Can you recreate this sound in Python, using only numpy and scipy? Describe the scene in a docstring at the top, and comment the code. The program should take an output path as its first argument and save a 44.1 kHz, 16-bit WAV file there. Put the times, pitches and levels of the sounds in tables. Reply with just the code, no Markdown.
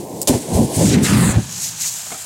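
"""A small fire murmurs in a wood, and the aerosol can lying in it hisses and spits at the seam.
The can splits with a sharp bang. Its gas jets out and ignites in thumping surges that swell into
a roaring fireball and go out abruptly. The tumbling can blows off the rest of its gas unlit and
knocks down on the forest floor. Every source is coloured noise shaped by level curves or short puffs."""
import sys
import numpy as np
from scipy import signal
from scipy.fft import rfft, irfft
from scipy.io import wavfile
from scipy.ndimage import uniform_filter1d, map_coordinates

SR = 44100
rng = np.random.default_rng(int(sys.argv[2]) if len(sys.argv) > 2 else 0)


def dump(signal):
    """Clip the signal to [-1, 1] and save it as 16-bit WAV at the path in sys.argv[1]."""
    limited = np.clip(np.atleast_2d(signal).T, -1, 1)
    pcm = np.round(limited * 32767).astype(np.int16)
    wavfile.write(sys.argv[1], SR, pcm)


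N = 99225
T = np.arange(N) / SR

# first spits at the seam: start_s, level_db, decay_s
SEAM_SPITS = [(0.2156, -13, 0.0022), (0.2218, -21, 0.005), (0.229, -28, .002)]
# snaps on top of the spits: start_s, level_db
SEAM_SNAPS = [(0.217, -17), (0.2305, -15)]
# tone of the leak, spits, snaps and bang: pitch_hz, gain_db
LEAK_EQ = [(3000, -23), (7000, 1), (9500, -4), (12000, 0), (14000, -1), (16000, -5)]
SPIT_EQ = [(1200, -35), (4000, -20.5), (5400, -9), (6300, -9), (7400, 4.5), (9000, -8), (11500, -11),
           (16000, -15)]
SNAP_EQ = [(3000, -18), (6000, 0), (16000, 0)]
BANG_EQ = [(150, -4), (350, -4), (550, 8), (1000, -5.5), (1400, -21), (3000, -6), (5000, -3.5), (7500, 1),
           (11000, -2), (14200, -11), (16000, -11)]
BURST_S = 0.2725

def rupture():
    """The seam leaks thinly and spits, then tears open with a crackling bang."""
    leak = from_db(-46.5) * (T < BURST_S) * noise(LEAK_EQ)
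    spits = sum(from_db(db) * puff(start, .0006, .001, decay) for start, db, decay in SEAM_SPITS)
    spits *= evened(noise(SPIT_EQ), .002)
    bang = from_db(-12) * puff(BURST_S, attack_s=.0014, hold_s=.012, decay_s=.011)
    bang *= noise(BANG_EQ) * turbulence(520, 1.7)
    snaps = sum(from_db(db) * puff(start, .0001, .00027, .0005) for start, db in SEAM_SNAPS)
    snaps *= evened(noise(SNAP_EQ), .001)
    return leak + spits + snaps + bang


# faders for the roar and the flame tongues: time_s, level_db
ROAR_LEVEL = [(0, -28), (.086, -40.5), (.146, -31), (.275, -39), (.29, -28), (.3, -9.5), (.325, -17.5),
              (.355, -16.5), (.4, -28.5), (.456, -39), (.53, -19.5), (.556, -18.5), (.608, -10),
              (.638, -13.5), (.69, -30.5), (.755, -34), (.773, -20.5), (.8, -16), (.858, -9.5),
              (.905, -16.5), (.962, -9), (1.0, -13.5), (1.03, -13.5), (1.08, -23), (1.122, -10.5),
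              (1.295, -13.5), (1.33, -24), (1.382, -8.5), (1.4, -18), (1.412, -28), (1.47, -36.5),
              (1.55, -83)]
FLUTTER_LEVEL = [(0, -33.5), (.238, -30.5), (.272, -43), (.286, -21.5), (.298, -13.5), (.32, -22.5),
                 (.352, -21), (.402, -35), (.5, -27.5), (.585, -17), (.67, -29.5), (.72, -25.5),
                 (.764, -28), (.82, -15.5), (.865, -29), (.96, -27.5), (1.05, -32.5), (1.26, -29),
                 (1.398, -30), (1.418, -45), (1.5, -87)]
# the roar deepens as the fireball grows: time_s, pitch_hz
ROAR_GLIDE = [(0, 190), (.3, 169.5), (.45, 192.8), (.55, 135.5), (.64, 169.8), (.78, 154.7), (1.0, 171.2),
              (1.2, 144.3), (1.38, 117.6), (1.5, 140)]
# tone of the roar, flutter and rumble: pitch_hz, gain_db
ROAR_EQ = [(25, -23), (45, -22.5), (75, -4), (150, 2), (240, 1), (330, -8.5), (480, -23.5), (900, -47),
           (1300, -73)]
FLUTTER_EQ = [(100, -20), (250, -8.5), (400, -0.5), (600, -4.5), (850, -9.5), (1060, -16), (1250, -37),
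              (2000, -70)]
RUMBLE_EQ = [(25, -52), (60, -29), (100, -9), (150, 0), (200, -11), (280, -21), (450, -27), (1000, -29.5)]
RUMBLE_POWER_DECAY_S = 0.17

def flame():
    """Burning gas billows and flutters, leaving a low rumble to die away among the trees."""
    drive = from_db(curve(ROAR_LEVEL))
    roar = drive * evened(gliding_noise(ROAR_EQ, ROAR_GLIDE), .038)
    flutter = from_db(curve(FLUTTER_LEVEL)) * evened(noise(FLUTTER_EQ), .037)
    pole = np.exp(-1 / (RUMBLE_POWER_DECAY_S * SR))
    tail = np.sqrt(signal.lfilter([1 - pole], [1, -pole], drive ** 2))
    rumble = from_db(-20.5) * tail * evened(noise(RUMBLE_EQ), .071)
    return roar + flutter + rumble


# bass hits under the flame: start_s, level_db, decay_s
IGNITION_THUMPS = [(0.289, -17.5, 0.012), (.545, -12.5, 0.012), (0.764, -15.5, 0.0097),
                   (0.896, -20, 0.0084), (1.36, -17, 0.016)]
# their tone: pitch_hz, gain_db
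THUMP_EQ = [(20, -31), (45, -17), (75, 2), (110, 5.5), (170, -3), (300, -53)]

def ignitions():
    """Each fresh cloud of gas catches with a low thump."""
    swell = sum(from_db(db) * puff(start, .007, .0095, decay) for start, db, decay in IGNITION_THUMPS)
    return swell * evened(noise(THUMP_EQ), .021)


# the hiss swells whenever the nozzle turns this way: time_s, level_db (before trim)
HISS_LEVEL = [(0, -39.5), (.08, -45.5), (.2, -39.5), (.268, -41.5), (.3, -25.5), (.36, -29.5), (.41, -33),
              (.48, -35.5), (.525, -32.5), (.545, -26), (.62, -30), (.69, -34.5), (.76, -25), (.89, -23.5),
              (.91, -26), (.945, -24), (.97, -39.5), (1.02, -37), (1.032, -25.5), (1.052, -18.5),
              (1.13, -28), (1.2, -27), (1.27, -32), (1.315, -37), (1.35, -39), (1.44, -37.5), (1.6, -57)]
# whistle accents: start_s, attack_s, hold_s, level_db
JET_WHISTLES = [(0.736, .015, 0.017, -27), (.81, .025, 0.04, -26), (1.172, .07, 0.078, -23)]
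# glide shared by hiss and whistle: time_s, pitch_hz
JET_GLIDE = [(0, 7995), (.55, 8210), (.76, 8490), (.86, 7490), (.94, 6893), (1.02, 8440), (1.06, 7523),
             (1.21, 8900), (1.32, 7630), (1.5, 7710)]
# tone of each: pitch_hz, gain_db
HISS_EQ = [(900, -37), (1500, -14), (3000, -11.5), (4300, -6.5), (5500, -6), (7000, -1.5), (8200, 0),
           (10000, -3.5), (12500, -11.5), (16000, -18.5)]
WHISTLE_EQ = [(5200, -28), (6400, -6.5), (7300, -2), (8200, -0.5), (9300, -4.5), (10500, -11.5),
              (12500, -20), (16000, -22)]

def jet(trim_db=0.5):
    """Gas hisses through the tear and at its strongest narrows to a breathy whistle."""
    hiss = from_db(curve(HISS_LEVEL) + trim_db) * gliding_noise(HISS_EQ, JET_GLIDE)
    hiss *= turbulence(80, .89)
    swell = sum(from_db(db) * puff(start, attack, hold, .012) for start, attack, hold, db in JET_WHISTLES)
    return hiss + swell * gliding_noise(WHISTLE_EQ, JET_GLIDE)


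# fader for the midrange rush: time_s, level_db (before trim)
RUSH_LEVEL = [(0, -52), (.268, -52), (.285, -31), (.4, -42.5), (.48, -42.5), (.56, -40), (.68, -48),
              (.78, -37.5), (.86, -30.5), (.95, -27), (1.02, -32.5), (1.08, -21), (1.15, -23.5),
              (1.26, -23), (1.35, -27), (1.41, -40.5), (1.55, -41.5)]
# it deepens as the plume spreads: time_s, pitch_hz
RUSH_GLIDE = [(.3, 1699), (.8, 2098), (.95, 1646), (1.08, 1495), (1.2, 1184), (1.38, 1047)]
# its tone: pitch_hz, gain_db
RUSH_EQ = [(400, -13.5), (800, -0.5), (1150, 0), (1400, 0), (1800, -1), (2400, -3.5), (3100, -8.5),
           (4300, -6.5), (5600, -14), (12000, -24)]

def plume(trim_db=-2.5):
    """The plume rushes, flickering as eddies tear at it."""
    rush = from_db(curve(RUSH_LEVEL) + trim_db) * gliding_noise(RUSH_EQ, RUSH_GLIDE)
    return rush * turbulence(rate_hz=68.6, depth_db=2)


# the ground reflection arrives ever later: time_s, delay_ms
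BOUNCE_LAG = [(.8, 0.38), (.95, 0.45), (1.055, 0.59), (1.11, 0.69), (1.2, 0.955), (1.3, 1.2)]

def ground_bounce(x):
    """Direct sound plus its reflection off the ground: a comb that sinks as the plume climbs."""
    gain = from_db(-12)
    bounced = map_coordinates(x, [(T - curve(BOUNCE_LAG) / 1000) * SR], order=3)
    return (x + gain * bounced) / np.sqrt(1 + gain ** 2)


def fireball_lift(x, start_s=1.14, end_s=1.438, from_hz=5900, fall_hz_per_s=3600, width_hz=1300):
    """As the fireball lifts, a hollow notch opens in the hiss, sinks and closes again."""
    hz, times, spectrum = signal.stft(x, SR, nperseg=256)
    age = times - start_s
    progress = np.clip(age / (end_s - start_s), 0, 1)
    depth = .6 * np.sqrt(np.abs(np.sin(np.pi * progress)))
    offset = (hz[:, None] - from_hz + fall_hz_per_s * age) / (width_hz / 2)
    return signal.istft(spectrum * (1 - depth / (1 + offset ** 2)), SR)[1][:N]


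# fader for the unlit gas: time_s, level_db
VENT_LEVEL = [(1.3, -40), (1.45, -37), (1.53, -29), (1.59, -27), (1.635, -20.5), (1.69, -25), (1.725, -32),
              (1.76, -32), (1.795, -27), (1.818, -19), (1.845, -23), (1.874, -19.5), (1.902, -26),
              (2.0, -28.5), (2.1, -30.5), (2.25, -31)]
# it thins as the can empties: time_s, pitch_hz
VENT_GLIDE = [(1.5, 6550), (1.65, 6734), (1.85, 6835), (2.0, 7174), (2.25, 7410)]
# its tone: pitch_hz, gain_db
VENT_EQ = [(700, -58), (1400, -24.5), (2300, -16), (3200, -14.5), (4200, -8), (5200, -5.5), (6000, -0.5),
           (6700, 2.5), (8200, -3.5), (10100, -12), (11700, -8.5), (13400, -21.5), (14800, -14.5),
           (16000, -22)]

def vent():
    """The last of the gas hisses out of the tumbling can unlit."""
    level = from_db(curve(VENT_LEVEL)) * (T > VENT_LEVEL[0][0])
    return level * gliding_noise(VENT_EQ, VENT_GLIDE) * turbulence(82, .92)


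# quick pass-bys of the jet, the last one from the unlit vent: peak_s, half_length_s, level_db (before trim),
# pitch_hz
SWISH_PASSES = [(0.896, 0.014, -26.5, 5450), (0.94, 0.014, -24.5, 2920), (1.064, 0.02, -23.5, 3280),
                (1.843, 0.012, -35.5, 2300)]

def swishes(fall_oct_per_s=48.2, width_oct=0.56, trim_db=-3):
    """A broad band of noise sweeps down each time the jet swings past, and once more as the tumbling can vents
    its unlit gas."""
    out = np.zeros(N)
    for hz in 700 * 2 ** (np.arange(9) / 2):  # half-octave bands
        band = noise([(hz / np.sqrt(2), -20), (hz, 0), (hz * np.sqrt(2), -20)])
        for peak_s, half_length, db, pitch_hz in SWISH_PASSES:
            offset_oct = np.log2(hz / pitch_hz) + fall_oct_per_s * (T - peak_s)
            swell = np.exp(-.5 * (((T - peak_s) / half_length) ** 2 + (offset_oct / width_oct) ** 2))
            out += band * from_db(db + trim_db) * swell
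    return out


# resonances of the shell: pitch_hz, width_hz, gain_db
SHELL_MODES = [(1192, 14, -5), (1260, 27, -5), (1540, 30, -6.5), (1740, 20, -6.5), (2085, 25, -5)]

def can_ring(gas):
    """The hollow can rings faintly in the gas stream."""
    out = np.zeros(N)
    for hz, width_hz, db in SHELL_MODES:
        r = np.exp(-np.pi * width_hz / SR)
        feedforward = np.array([1, 0, -1]) * (1 - r * r) / 2
        feedback = [1, -2 * r * np.cos(2 * np.pi * hz / SR), r * r]
        out += from_db(db) * signal.lfilter(feedforward, feedback, gas)
    return out


# the can touches down: start_s, level_db, decay_s
KNOCKS = [(2.068, -38, 0.0099), (2.104, -31, 0.0045), (2.118, -25.5, 0.015), (2.145, -36, 0.016)]
# tone of the knocks: pitch_hz, gain_db
KNOCK_EQ = [(80, -17), (270, 0), (560, -4.5), (770, 7), (980, -13), (1280, -1), (1800, -14), (2200, -8),
            (9000, -39)]

def landing():
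    """The empty can knocks dully, damped by leaves and soil."""
    hits = sum(from_db(db) * puff(start, .00087, .00091, decay) for start, db, decay in KNOCKS)
    return hits * evened(noise(KNOCK_EQ), .0053)


# slapback taps: delay_s, level_db
TRUNK_ECHOES = [(.021, -23), (.067, -18)]

def trees(x):
    """Nearby trunks throw back faint echoes."""
    return sum(from_db(db) * np.interp(T - delay, T, x, left=0) for delay, db in TRUNK_ECHOES)


# tone of the background bed: pitch_hz, gain_db
AIR_EQ = [(25, -45), (70, 3), (145, 6.5), (280, -10.5), (480, -4), (780, -14), (1050, -23), (1500, -7),
          (1900, -7.5), (2800, 2), (5000, -2), (12000, -33)]

def air(fade_in_s=0.48):
    """A soft wash fills the wood once the can has burst."""
    return from_db(-42.5) * np.clip((T - BURST_S) / fade_in_s, .1, 1) * noise(AIR_EQ)


def from_db(db):
    """Decibels to gain."""
    return 10 ** (np.asarray(db) / 20)


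def curve(rows):
    """Automation: straight lines between points in time."""
    return np.interp(T, *np.transpose(rows))


def noise(eq, size=N):
    """Noise at rms 1, shaped by an EQ curve and falling 20 dB an octave beyond its ends."""
    hz, db = np.transpose(eq)
    octave = np.log2(np.maximum(np.fft.rfftfreq(size, 1 / SR), 1))
    outside = np.abs(octave - np.clip(octave, np.log2(hz[0]), np.log2(hz[-1])))
    gain = from_db(np.interp(octave, np.log2(hz), db) - 20 * outside)
    x = irfft(rfft(rng.standard_normal(size)) * gain, size)
    return x / x.std()


def gliding_noise(eq, glide):
    """Noise played at varying speed, so that its EQ peak follows the glide."""
    peak_hz = max(eq, key=lambda point: point[1])[0]
    position = np.cumsum(curve(glide) / peak_hz)
    return map_coordinates(noise(eq, size=2 * N), [position], order=3, mode="wrap")


def evened(x, window_s):
    """Takes the slow swings out of a noise, leaving its fast grain."""
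    size = max(int(window_s * SR), 8)
    return x / np.sqrt(uniform_filter1d(uniform_filter1d(x * x, size), size) + 1e-9)


def turbulence(rate_hz, depth_db):
    """A randomly wavering gain."""
    r = np.exp(-2 * np.pi * rate_hz / SR)
    slow = signal.lfilter([1], [1, -2 * r, r * r], rng.standard_normal(2 * N))[N:]
    return from_db(depth_db * slow / slow.std())


def puff(start_s, attack_s, hold_s, decay_s):
    """Envelope: linear rise, hold, exponential fall."""
    age = T - start_s
    return np.clip(age / attack_s, 0, 1) * np.exp(-np.maximum(age - attack_s - hold_s, 0) / decay_s)


def scene():
    """Can, gas and flame in the wood, mixed to mono."""
    hits = rupture() + landing()
    hiss = jet()
    rush = ground_bounce(plume())
    unlit = vent()
    gas = fireball_lift(hiss + rush) + unlit + can_ring(rush + unlit)
    return (hits + trees(hits) + gas + swishes() + flame() + ignitions() + air())[None]


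def record(dry, ceiling=0.79, cutoff_hz=15800):
    """A soft clip rounds the peaks and a steep low-pass cuts the top."""
    rounded = dry / (1 + (dry / ceiling) ** 6) ** (1 / 6)
    return signal.sosfilt(signal.ellip(10, .1, 90, cutoff_hz, fs=SR, output="sos"), rounded)


dry = scene()
out = record(dry)
dump(out)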